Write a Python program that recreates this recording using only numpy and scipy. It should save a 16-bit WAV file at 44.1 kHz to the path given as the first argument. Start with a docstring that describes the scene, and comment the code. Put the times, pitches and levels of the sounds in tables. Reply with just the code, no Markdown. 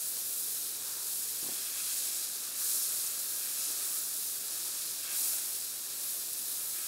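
"""A bright, crackling sizzle: butter in a hot steel pan in a quiet kitchen.
Thousands of tiny steam bubbles burst each second, flaring when the butter meets hot metal; now and
then a larger drop spits. Butter sliding in the tilted pan, then a wooden spoon, rub softly and ring
the steel; hand and spoon bump it dully. Underneath lie room air, the hob's hum and a faint tone."""
import sys
import numpy as np
from scipy import signal
from scipy.fft import rfft, irfft, next_fast_len
from scipy.io import wavfile

SR = 44100
rng = np.random.default_rng(int(sys.argv[2]) if len(sys.argv) > 2 else 0)


def put_to_file(sound):
    """Save the sound as 16-bit audio at rate SR, in the file named by the first command-line argument."""
    columns = np.atleast_2d(sound).T  # one column per channel
    safe = np.clip(columns, -1, 1)
    whole_steps = np.round(safe * 32767)
    wavfile.write(sys.argv[1], SR, whole_steps.astype(np.int16))


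N = 302998
TIME = np.arange(N) / SR


def amp(db):
    """Decibels to gain."""
    return 10 ** (np.asarray(db) / 20)


def unit(x):
    """Scales to an rms of one."""
    return x / np.sqrt(np.mean(x ** 2) + 1e-20)


def curve_db(points, hz):
    """Reads an EQ curve in dB, its points joined on a log-frequency axis."""
    freqs, db = np.transpose(points)
    return np.interp(np.log(hz + 1), np.log(freqs + 1), db)


def colour(x, points):
    """Filters x through an EQ curve."""
    size = next_fast_len(len(x), True)
    gain = amp(curve_db(points, np.fft.rfftfreq(size, 1 / SR)))
    return irfft(rfft(x, size) * gain, size)[:len(x)]


def drift(hz):
    """A random wobble with an rms of one, moving at up to about hz."""
    knots = rng.standard_normal(1024)
    return unit(np.interp(2 * hz * TIME, np.arange(len(knots)), knots))


def add(mix, start, sound):
    """Mixes a sound in at start seconds."""
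    part = mix[max(round(start * SR), 0):][:len(sound)]
    part += sound[:len(part)]


def clicks(per_s, spread_db):
    """Random impulses: many small, a few large."""
    when, chance, side = rng.random((int(per_s * N / SR), 3)).T
    size = amp(spread_db * -np.log(chance + np.exp(-6)))  # exp(-6) caps the largest
    return np.bincount((when * N).astype(int), size * np.sign(side - .5), N)


def pop(hz, cycles):
    """One burst: its envelope swells to one after the given cycles, then dies."""
    turns = np.arange(int(10 * cycles * SR / hz) + 2) * hz / SR
    return turns / cycles * np.exp(1 - turns / cycles) * np.sin(2 * np.pi * turns)


def kitchen_reverb(x, wet_db, t60):
    """The room smears dense clicks into a hiss that follows their power and dies away."""
    decay = np.exp(-np.log(1e6) / (t60 * SR))
    envelope = np.sqrt(signal.lfilter([1 - decay], [1, -decay], x ** 2))
    return unit(x + amp(wet_db) * envelope * rng.standard_normal(N))


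def sweep_speed(start, length):
    """A sweeping motion: speeds up, slows down and stops."""
    return np.sin(np.pi * np.clip((TIME - start) / length, 0, 1))


def whine(hz, db, waver_rad=0.31, flutter_db=0.0):
    """A tone that wavers a little in pitch and can flutter in level."""
    phase = 2 * np.pi * (hz * TIME + rng.random()) + waver_rad * drift(hz=3.3)
    return amp(db + flutter_db * drift(hz=6.2)) * np.sqrt(2) * np.sin(phase)


# EQ of the room tone: (frequency [Hz], relative level [dB])
AIR_EQ = [(20, -40), (50, -21), (85, -13), (150, -7), (220, -4), (350, 0), (480, -1.5), (660, -3.5),
          (900, -7.5), (1300, -5), (2000, -12), (5000, -17.5)]


def room_air(level_db=-57.5):
    """The kitchen's steady air: a soft bed of low-mid noise."""
    return amp(level_db) * unit(colour(rng.standard_normal(N), AIR_EQ))


# partials of the hob's hum: (frequency [Hz], rms level [dB])
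HUM_PARTIALS = [(100, -77.5), (131.5, -80), (200, -80.5), (331, -78.5)]


def hob_hum():
    """The hob hums on a few low, wavering partials."""
    return sum(whine(hz, db) for hz, db in HUM_PARTIALS)


def faint_tone(hz=431, level_db=-71.5, start_s=0.12, rise_s=.02, hold_s=.95, fade_db_per_s=10):
    """A fluttering tone sets in around the first bump, holds and dies away."""
    age = TIME - start_s
    db = level_db - fade_db_per_s * np.maximum(age - hold_s, 0)
    return np.clip(age / rise_s, 0, 1) * whine(hz, db, waver_rad=1.0, flutter_db=3)


# thud cues: (time [s], level [dB], pitch [Hz])
THUD_CUES = [(1.134, -65.5, 85), (1.757, -70, 91)]


def thuds():
    """Soft thuds, each a single low push."""
    out = np.zeros(N)
    for start, db, hz in THUD_CUES:
        add(out, start, amp(db) * pop(hz, cycles=.6))
    return out


# swish cues: (time [s], length [s], level [dB], band centre [Hz])
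SWISH_CUES = [(0.738, 0.39, -57.5, 1240), (5.0, 0.56, -61.5, 750)]


def swishes(half_width_octaves=0.46):
    """Soft, broad friction that swells and fades with the arm's speed."""
    out = np.zeros(N)
    for start, length, db, hz in SWISH_CUES:
        edges = hz * 2. ** np.array([-half_width_octaves, half_width_octaves])
        band = signal.butter(2, edges, "bandpass", fs=SR, output="sos")
        friction = unit(signal.sosfilt(band, rng.standard_normal(N)))
        out += amp(db) * sweep_speed(start, length) * friction
    return out


# bumps on the pan: (time [s], level [dB], tail t60 [s], knock pitch [Hz])
BUMP_CUES = [(0.173, -51.5, .35, 420), (1.076, -56, .2, 340), (1.429, -44, 0.45, 330),
             (1.462, -48, .25, 300), (1.486, -43, 0.38, 350), (1.517, -51.5, .45, 300),
             (3.67, -51, 0.39, 340), (3.70, -50, .35, 370)]
# EQ of their dull body: (frequency [Hz], relative level [dB])
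BUMP_EQ = [(50, -38), (100, -19), (160, -6), (260, -3), (330, 1.5), (420, -6), (680, -5.5), (1100, -11),
           (1650, -18), (2500, -35)]


def bumps(attack_s=0.0008, blow_s=0.0033, tail_db=-8):
    """Hand and spoon bump the pan: a short dull knock, then a weaker tail in the room."""
    out, t = np.zeros(N), np.arange(SR // 2) / SR
    for start, db, t60, hz in BUMP_CUES:
        attack = 1 - np.exp(-t / attack_s)
        fade = np.exp(-t / blow_s) + amp(tail_db) * np.exp(-np.log(1000) * t / t60)
        body = unit(colour(rng.standard_normal(len(t)), BUMP_EQ))
        add(out, start, amp(db) * body * attack * fade)
        add(out, start, amp(db) * pop(hz, cycles=0.76))
    return out


# rubs over the pan floor: butter sliding in the tilted pan, then spoon strokes
# (time [s], length [s], level [dB], brightness [0-1])
RUB_CUES = [(1.15, 1.3, -52, .9), (2.098, 1.6, -55.2, .38), (3.268, 0.49, -54, 0.76), (3.5, 0.7, -55, 0.26),
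            (4.15, 1.02, -57.5, 0.4), (4.94, 0.3, -51, 0.76), (5.0, 0.61, -52.5, 0.74),
            (5.92, .38, -61, 0.1), (6.42, 0.38, -61, .25), (6.7, 0.23, -53.5, 0.7)]


def rub_contact(idle_db=-66, idle_brightness=.7):
    """Gain and brightness follow each rub's speed; in between, the simmer rings the pan."""
    power = amp(idle_db) ** 2
    bright_power = idle_brightness * power
    for start, length, db, brightness in RUB_CUES:
        rub_power = (amp(db) * sweep_speed(start, length)) ** 2
        power += rub_power
        bright_power += brightness * rub_power
    return np.sqrt(power), bright_power / power


# ring of the rubbed pan: (frequency [Hz], width [Hz], relative level [dB])
STEEL_MODES = [(587, 22, -16), (634, 21, -19), (678, 30, -16.5), (850, 260, -12), (1170, 75, -7),
               (1295, 40, -5), (1510, 200, -5.5), (1616, 50, -2), (1730, 310, -3.5), (2270, 140, -5),
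               (2413, 120, -4.5), (2616, 124, -3), (2774, 140, -6.5), (3325, 180, -3.5)]


def pan_rub(tilt_db=13, pivot_hz=1900, unsteady_db=0.97):
    """Tiny slips on buttered steel ring the pan; a sharper contact favours the higher modes."""
    envelope, brightness = rub_contact()
    slips = kitchen_reverb(clicks(per_s=5000, spread_db=2.0), wet_db=-1.5, t60=0.32)
    ring, power = np.zeros(N), np.zeros(N)
    for k, (hz, width, db) in enumerate(STEEL_MODES):
        b, a = signal.iirpeak(hz, hz / width, SR)
        gain = amp(db + tilt_db * (brightness - .5) * np.log2(hz / pivot_hz))
        # neighbouring modes swing in opposite senses at the point of contact
        ring += (-1) ** k * gain * unit(signal.lfilter(b, a, slips))
        power += gain ** 2
    return unit(ring / np.sqrt(power)) * envelope * amp(unsteady_db * drift(hz=12))


# single loud spits of fat: (time [s], level [dB], pitch [Hz])
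SPIT_CUES = [(.0202, -23, 11000), (.2954, -24, 11000), (1.5448, -26, 9500), (2.1681, -25, 9500),
             (4.9117, -22, 10000), (5.549, -31, 4270), (5.883, -28, 10000), (6.333, -17, 10900)]


def spits(cycles=1.0):
    """Now and then a larger drop of water bursts out of the fat."""
    out = np.zeros(N)
    for peak_s, db, hz in SPIT_CUES:
        add(out, peak_s - cycles / hz, amp(db) * pop(hz, cycles))
    return out


def bubbles(per_s=18000, spread_db=2.7, cycles=0.66, sizes=14):
    """Bursting steam bubbles of many sizes; the small, high ones snap most unevenly."""
    out = np.zeros(N)
    for hz in np.linspace(1500, 16500, sizes):
        burst = pop(hz, cycles)
        train = unit(clicks(per_s / sizes, spread_db * (hz / 11000) ** .7))
        out += np.convolve(train, burst / np.linalg.norm(burst))[:N]
    return unit(out)


# flare cues: (time [s], time fed with butter [s], level over the simmer [dB], bubble pitch [Hz])
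FLARE_CUES = [(-0.17, 0.25, 5.0, 17600.0), (0.18, 0.37, 4, 17000.0), (0.81, 0.05, 1, 10900.0),
              (0.99, 0.17, 4, 13000), (1.23, 0.59, -0.5, 8300), (1.74, 0.49, 1.5, 6860),
              (1.84, 0.12, 3, 10500), (2.54, 0.25, 8.5, 10300), (2.89, 0.05, 5, 11700.0),
              (3.13, 0.39, 2.5, 12600.0), (3.53, 0.13, 5.5, 6860), (3.78, 0.18, 5.5, 15500),
              (4.04, 0.22, 1.5, 14100.0), (4.41, 0.49, 0, 6800), (5.1, 0.088, 10.5, 12400.0),
              (5.93, 0.19, 3.8, 16500.0), (6.27, 0.49, 2.2, 16600.0)]


def flares(hz, t, rise_s=.17, boil_off_s=0.15, spread_octaves=.835):
    """Gain by pitch and time: wet butter meets hot steel, flares while it is fed and boils off."""
    power = np.ones((len(hz), len(t)))  # the steady simmer
    for start, fed_s, db, pitch in FLARE_CUES:
        age = t - start
        envelope = np.clip(age / rise_s, 0, 1) * np.exp(-np.maximum(age - fed_s, 0) / boil_off_s)
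        band = np.exp(-.5 * (np.log2((hz + 1) / pitch) / spread_octaves) ** 2)
        power += amp(db) ** 2 * np.outer(band, envelope)
    return np.sqrt(power / power.mean(1, keepdims=True))  # each band keeps a mean power of one


# EQ of the sizzle: (frequency [Hz], relative level [dB])
SIZZLE_EQ = [(200, -29.5), (900, -20.5), (2000, -20.5), (3000, -15.6), (3950, -6.5), (5500, -5.5),
             (6100, -6), (6800, -4), (8900, -2), (9400, -2), (10500, -2), (12500, -2), (14300, -5),
             (15700, -5.5)]
# resonances of the open pan: (frequency [Hz], width [Hz], gain [dB])
PAN_RESONANCES = [(1254, 220, -0.5), (1730, 180, 3), (2460, 310, 2), (5530, 480, 1.5), (6720, 200, 2.5),
                  (7800, 240, 2), (9440, 160, 4), (10420, 410, 3), (11600, 400, 1.7)]


def sizzle(level_db=-35.0, sputter_db=0.46):
    """Bubbles burst in small flurries; the pan colours them and the flares make them surge."""
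    crackle = bubbles() * amp(sputter_db * drift(hz=39.64))
    hz, t, spectrum = signal.stft(kitchen_reverb(crackle, wet_db=0.5, t60=0.23), SR, nperseg=1024)
    pan_db = sum(db / (1 + (2 * (hz - centre) / width) ** 2) for centre, width, db in PAN_RESONANCES)
    eq = unit(amp(curve_db(SIZZLE_EQ, hz) + pan_db))
    spectrum *= eq[:, None] * flares(hz, t)
    return amp(level_db) * signal.istft(spectrum, SR, nperseg=1024)[1][:N]


def scene():
    """Pan sounds over the kitchen bed, the same in both channels."""
    pan = sizzle() + spits() + pan_rub() + swishes() + bumps() + thuds()
    bed = hob_hum() + faint_tone() + room_air()
    return np.array([pan + bed] * 2)


def record(dry, cutoff_hz=15760):
    """A steep low-pass trims the very top of the sizzle."""
    lowpass = signal.firwin(1023, cutoff_hz, window=("kaiser", 9), fs=SR)
    return signal.oaconvolve(dry, lowpass[None], "same")


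dry = scene()
out = record(dry)
put_to_file(out)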